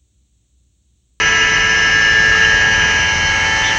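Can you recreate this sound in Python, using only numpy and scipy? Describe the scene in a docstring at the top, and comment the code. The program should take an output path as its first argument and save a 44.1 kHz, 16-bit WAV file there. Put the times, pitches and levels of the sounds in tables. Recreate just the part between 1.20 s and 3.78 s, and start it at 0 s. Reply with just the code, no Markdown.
"""Milling metal in a workshop

A spindle turns steadily inside a machine enclosure and whines at multiples of its turning rate.
The whines swell and fade as the microphone moves through standing waves (loud and quiet spots).
The motor drive whistles above them, the cut rasps with each turn and chips scrape now and then.
Coolant spray hisses, and pumps hum over the workshop's rumble."""
import sys
import numpy as np
from scipy import signal
from scipy.fft import rfft, irfft
from scipy.io import wavfile

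SR = 44100
rng = np.random.default_rng(int(sys.argv[2]) if len(sys.argv) > 2 else 0)


def to_wav(s):
    """Save 16-bit WAV."""
    ch = np.atleast_2d(s).T  # columns
    pcm = np.round(np.clip(ch, -1, 1) * 32767)  # PCM
    wavfile.write(sys.argv[1], SR, pcm.astype(np.int16))


N = 113778


def from_db(db):
    return 10 ** (np.asarray(db) / 20)


def unit_rms(x):
    return x / np.sqrt(np.mean(x ** 2))


def curve(rows):
    """Join (time, value) points with straight lines."""
    return np.interp(np.arange(N) / SR, *np.array(rows, float).T)


def wander(rate):
    """A smooth random wiggle of size about 1 that changes about `rate` times a second."""
    f = np.fft.rfftfreq(2 * N, 1 / SR)
    return unit_rms(irfft(rfft(rng.standard_normal(2 * N)) * np.exp(-(f / rate) ** 2)))[:N]


def colour(x, points):
    """Shape a sound's lows and highs by (frequency, level) points, then scale it to strength 1."""
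    hz, db = np.array(points, float).T
    f = np.fft.rfftfreq(N, 1 / SR) + 1
    gain = from_db(np.interp(np.log(f), np.log(hz), db))
    roll_off = np.minimum(f / hz[0], 1) ** 4 * np.minimum(hz[-1] / f, 1) ** 8
    return unit_rms(irfft(rfft(x) * gain * roll_off, N))


def tone(phase, db):
    """A pure tone at the given average (rms) level."""
    return np.sqrt(2) * from_db(db) * np.sin(phase + rng.uniform(0, 2 * np.pi))


# Loudness of the strongest pump: t/s, level/dB
PUMP_LOUDNESS = [(0, -44), (.7, -44.5), (1.1, -37.5), (1.8, -31.5), (2.1, -29), (2.35, -40), (2.58, -48)]
# Tones of pumps, fans and their bearings: f/Hz, first level/dB, last level/dB
HUM_TONES = [(40, -40, -40), (99.5, -38, -37), (295, -47, -47), (549.4, -48, -39), (793, -48, -35),
             (945, -41, -54), (5491, -48, -50), (6104, -42, -53), (6272, -45, -44), (7768, -68, -53),
             (8538, -68, -65)]
# Tone colour of the moving air: f/Hz, relative level/dB
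AIR_COLOUR = [(120, -7), (250, -0.5), (400, 0.5), (700, 1), (1100, -0.5), (1500, -4.5), (3000, -32)]
# Tone colour of the rumble: f/Hz, relative level/dB
RUMBLE_COLOUR = [(10, -23.5), (22, -13.5), (40, 4.5), (65, 2), (110, -2.5), (160, 0), (220, -5.5),
                 (400, -32.5)]
# Loudness of the rumble: t/s, level/dB
RUMBLE_LOUDNESS = [(0, -30.5), (.8, -31.5), (1.3, -27.5), (1.8, -29), (2.58, -33.5)]
def workshop(t, pump_hz=82.5, air_db=-30):
    """Pumps and fans hum and their bearings sing over moving air and a low rumble."""
    hum = tone(2 * np.pi * pump_hz * t, curve(PUMP_LOUDNESS))
    for hz, first_db, last_db in HUM_TONES:
        phase = 2 * np.pi * hz * t + 0.43 * wander(3)
        hum += tone(phase, np.linspace(first_db, last_db, N) + 1.5 * wander(3.7))
    air = from_db(air_db) * colour(rng.standard_normal(N), AIR_COLOUR)
    rumble = from_db(curve(RUMBLE_LOUDNESS)) * colour(rng.standard_normal(N), RUMBLE_COLOUR)
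    return hum + air + rumble


# Tone colour of the spray: f/Hz, relative level/dB
SPRAY_COLOUR = [(2900, -31), (3400, -12), (3650, -12), (4200, -9.5), (4800, -9), (5300, -7), (5950, -3),
                (6400, -6), (6800, -19), (7150, -15.5), (7350, -25.5), (8100, -33.5), (8450, -39)]
def coolant(level_db=-30, flicker_db=0.82):
    """The spray of cooling liquid hisses with a slight flicker."""
    hiss = colour(rng.standard_normal(N), SPRAY_COLOUR)
    return hiss * from_db(level_db + flicker_db * wander(11))


# Chip scrapes: start t/s, length/s, centre f/Hz, width/Hz, level/dB
CHIP_SCRAPES = [(0.123, 0.14, 2846, 60, -24.5), (0.303, .08, 2850, 60, -34), (0.807, 0.13, 2900, 60, -29),
                (1.11, .09, 1316, 90, -30), (1.116, 0.068, 2820, 90, -24.5), (1.215, 0.067, 2807, 90, -24),
                (2.43, .085, 3430, 450, -25.5), (2.468, 0.03, 3940, 704, -31)]
def chips(t, turn):
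    """Chips caught at the tool scrape briefly, pulsing once a turn, and make the metal ring."""
    out = np.zeros(N)
    f = np.fft.rfftfreq(N, 1 / SR)
    for start, length, hz, width, db in CHIP_SCRAPES:
        rub = rng.standard_normal(N) * (1 + 0.47 * np.cos(turn))
        resonance = 1 / (1 + 2j * (f - hz) / width) ** 2
        ring = unit_rms(irfft(rfft(rub) * resonance, N))
        progress = np.clip((t - start) / length, 0, 1)
        out += from_db(db) * ring * np.sqrt(np.abs(np.sin(np.pi * progress)))
    return out


# Loudness of the whistle three turning rates above the switching rate: t/s, level/dB
HIGH_WHISTLE = [(0, -28.5), (.3, -31.5), (.6, -34.5), (1.05, -44), (1.4, -37.5), (1.8, -28.5), (2.1, -37),
                (2.3, -34.5), (2.58, -34)]
# The same for the whistle three turning rates below: t/s, level/dB
LOW_WHISTLE = [(0, -39.5), (.35, -38), (.78, -32.5), (1.05, -33.5), (1.5, -43), (1.7, -38), (2.2, -42),
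               (2.58, -44)]
# Fainter whistles: offset in turning rates, first level/dB, last level/dB
FAINT_WHISTLES = [(-9, -45.5, -51), (1, -49, -44.5), (5, -39, -55.5), (9, -51.5, -42.5), (11, -48, -54),
                  (13, -47.5, -51.5)]
def motor_drive(t, turn, switching_hz=5585.3, flutter_db=2.5):
    """The motor's power switches rapidly and whistles at pitches spaced by the turning rate."""
    switching = 2 * np.pi * switching_hz * t
    out = tone(switching + 3 * turn, curve(HIGH_WHISTLE))
    out += tone(switching - 3 * turn, curve(LOW_WHISTLE))
    out *= from_db(flutter_db * wander(22))
    for offset, first_db, last_db in FAINT_WHISTLES:
        db = np.linspace(first_db, last_db, N) + wander(1.5) + flutter_db * wander(16)
        out += tone(switching + offset * turn, db)
    return out


# Tone colour of the cut's rasp: f/Hz, relative level/dB
RASP_COLOUR = [(1000, -25.5), (1220, -12), (1340, -7), (1500, -10.5), (1620, -2.5), (1750, -2),
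               (1900, -5.5), (2150, -4.5), (2400, -8), (2520, -5), (2650, -13), (2830, -0.5), (2950, -8),
               (3100, -3), (3200, -18.5), (3400, -36)]
# Loudness of the rasp: t/s, level/dB
RASP_LOUDNESS = [(0, -18), (.17, -20.5), (.3, -21), (.7, -22), (.83, -23.5), (1.05, -24), (1.22, -20.5),
                 (1.45, -23.5), (1.7, -20), (1.9, -24), (2.15, -21.5), (2.58, -24.5)]
def cutting(turn, flicker_db=1.3):
    """The cutting edges tear metal in step with the turning and make the workpiece ring."""
    bite = 1 + 0.14 * np.cos(turn) + 0.25 * np.cos(2 * turn)  # pulses once and twice a turn
    rasp = colour(rng.standard_normal(N) * bite, RASP_COLOUR)
    return rasp * from_db(curve(RASP_LOUDNESS) + flicker_db * wander(20))


# Loudness of the main whine at 15 times the turning rate: t/s, level/dB
MAIN_WHINE_15 = [(0, -20.5), (.17, -18.5), (.42, -19.5), (.52, -17.5), (1.1, -15.3), (1.45, -15),
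                 (1.7, -17), (1.95, -20), (2.08, -18.8), (2.42, -25.5), (2.58, -25.5)]
# The same for the main whine at 16 times: t/s, level/dB
MAIN_WHINE_16 = [(0, -21), (.45, -20), (.7, -19), (.98, -15), (1.28, -16.5), (1.65, -22), (1.8, -25),
                 (1.92, -35), (2.08, -35), (2.27, -21.5), (2.58, -20)]
# Other strong whines: multiple, first level/dB, last level/dB, swell or dip t/s, its height/dB
STRONG_WHINES = [(4, -32, -42.5, 1.28, 5), (8, -42, -26, 0.65, -5.5), (9, -32.5, -36, 1.03, -18.5),
                 (12, -25, -46, 2.45, 9.5), (17, -44.5, -30.5, 1.35, 11), (18, -35, -29.5, 0.22, 10.5),
                 (19, -28, -33.5, 1.4, -10), (20, -26.5, -32, 2.24, 9), (23, -25.5, -47, 1.7, 9.5),
                 (26, -26, -25, 2.32, -13), (28, -32, -25.5, 0.9, -8)]
# Weak overtones that make the buzz: multiple, level/dB
BUZZ_TONES = [(3, -49.5), (7, -49), (10, -49.5), (11, -46), (13, -47), (21, -36), (22, -42), (24, -45),
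              (25, -37), (27, -38.5), (29, -48), (30, -50), (31, -46.5), (35, -49), (36, -45.5), (37, -46),
              (39, -44), (42, -51), (43, -54), (46, -55.5), (47, -50), (51, -53), (53, -46)]
def spindle(t, turn, swell_s=0.31, drift_rad=0.45, trim_db=-0.03):
    """Tool and workpiece ring at multiples of the turning rate; each tone fades in its own way."""
    out = np.zeros(N)
    for multiple, loudness in ((15, MAIN_WHINE_15), (16, MAIN_WHINE_16)):
        out += tone(multiple * turn, curve(loudness) + 0.8 * wander(17))
    for multiple, first_db, last_db, when, swell_db in STRONG_WHINES:
        swell = swell_db * np.exp(-((t - when) / swell_s) ** 2)
        db = np.linspace(first_db, last_db, N) + swell + trim_db
        out += tone(multiple * turn + drift_rad * wander(2), db + 1.14 * wander(27))
    for multiple, db in BUZZ_TONES:
        phase = multiple * turn + drift_rad * wander(2.2)
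        out += tone(phase, db + 2 * wander(1.5) + 2.5 * wander(18))  # slow fades, quick flutter
    return out


def scene(spindle_hz=109.875, wobble=0.0002):
    """All sources at one microphone; `turn`, the spindle's angle, keeps the machine's sounds in step."""
    t = np.arange(N) / SR
    turning_hz = spindle_hz * (1 + wobble * wander(9.2))
    turn = 2 * np.pi * np.cumsum(turning_hz) / SR
    machine = spindle(t, turn) + motor_drive(t, turn) + cutting(turn) + chips(t, turn)
    return (machine + coolant() + workshop(t))[None]


def record(dry):
    """The recorder cuts the treble steeply above 8680 Hz."""
    return signal.sosfilt(signal.ellip(12, .1, 90, 8680, fs=SR, output="sos"), dry)


dry = scene()
out = record(dry)
to_wav(out)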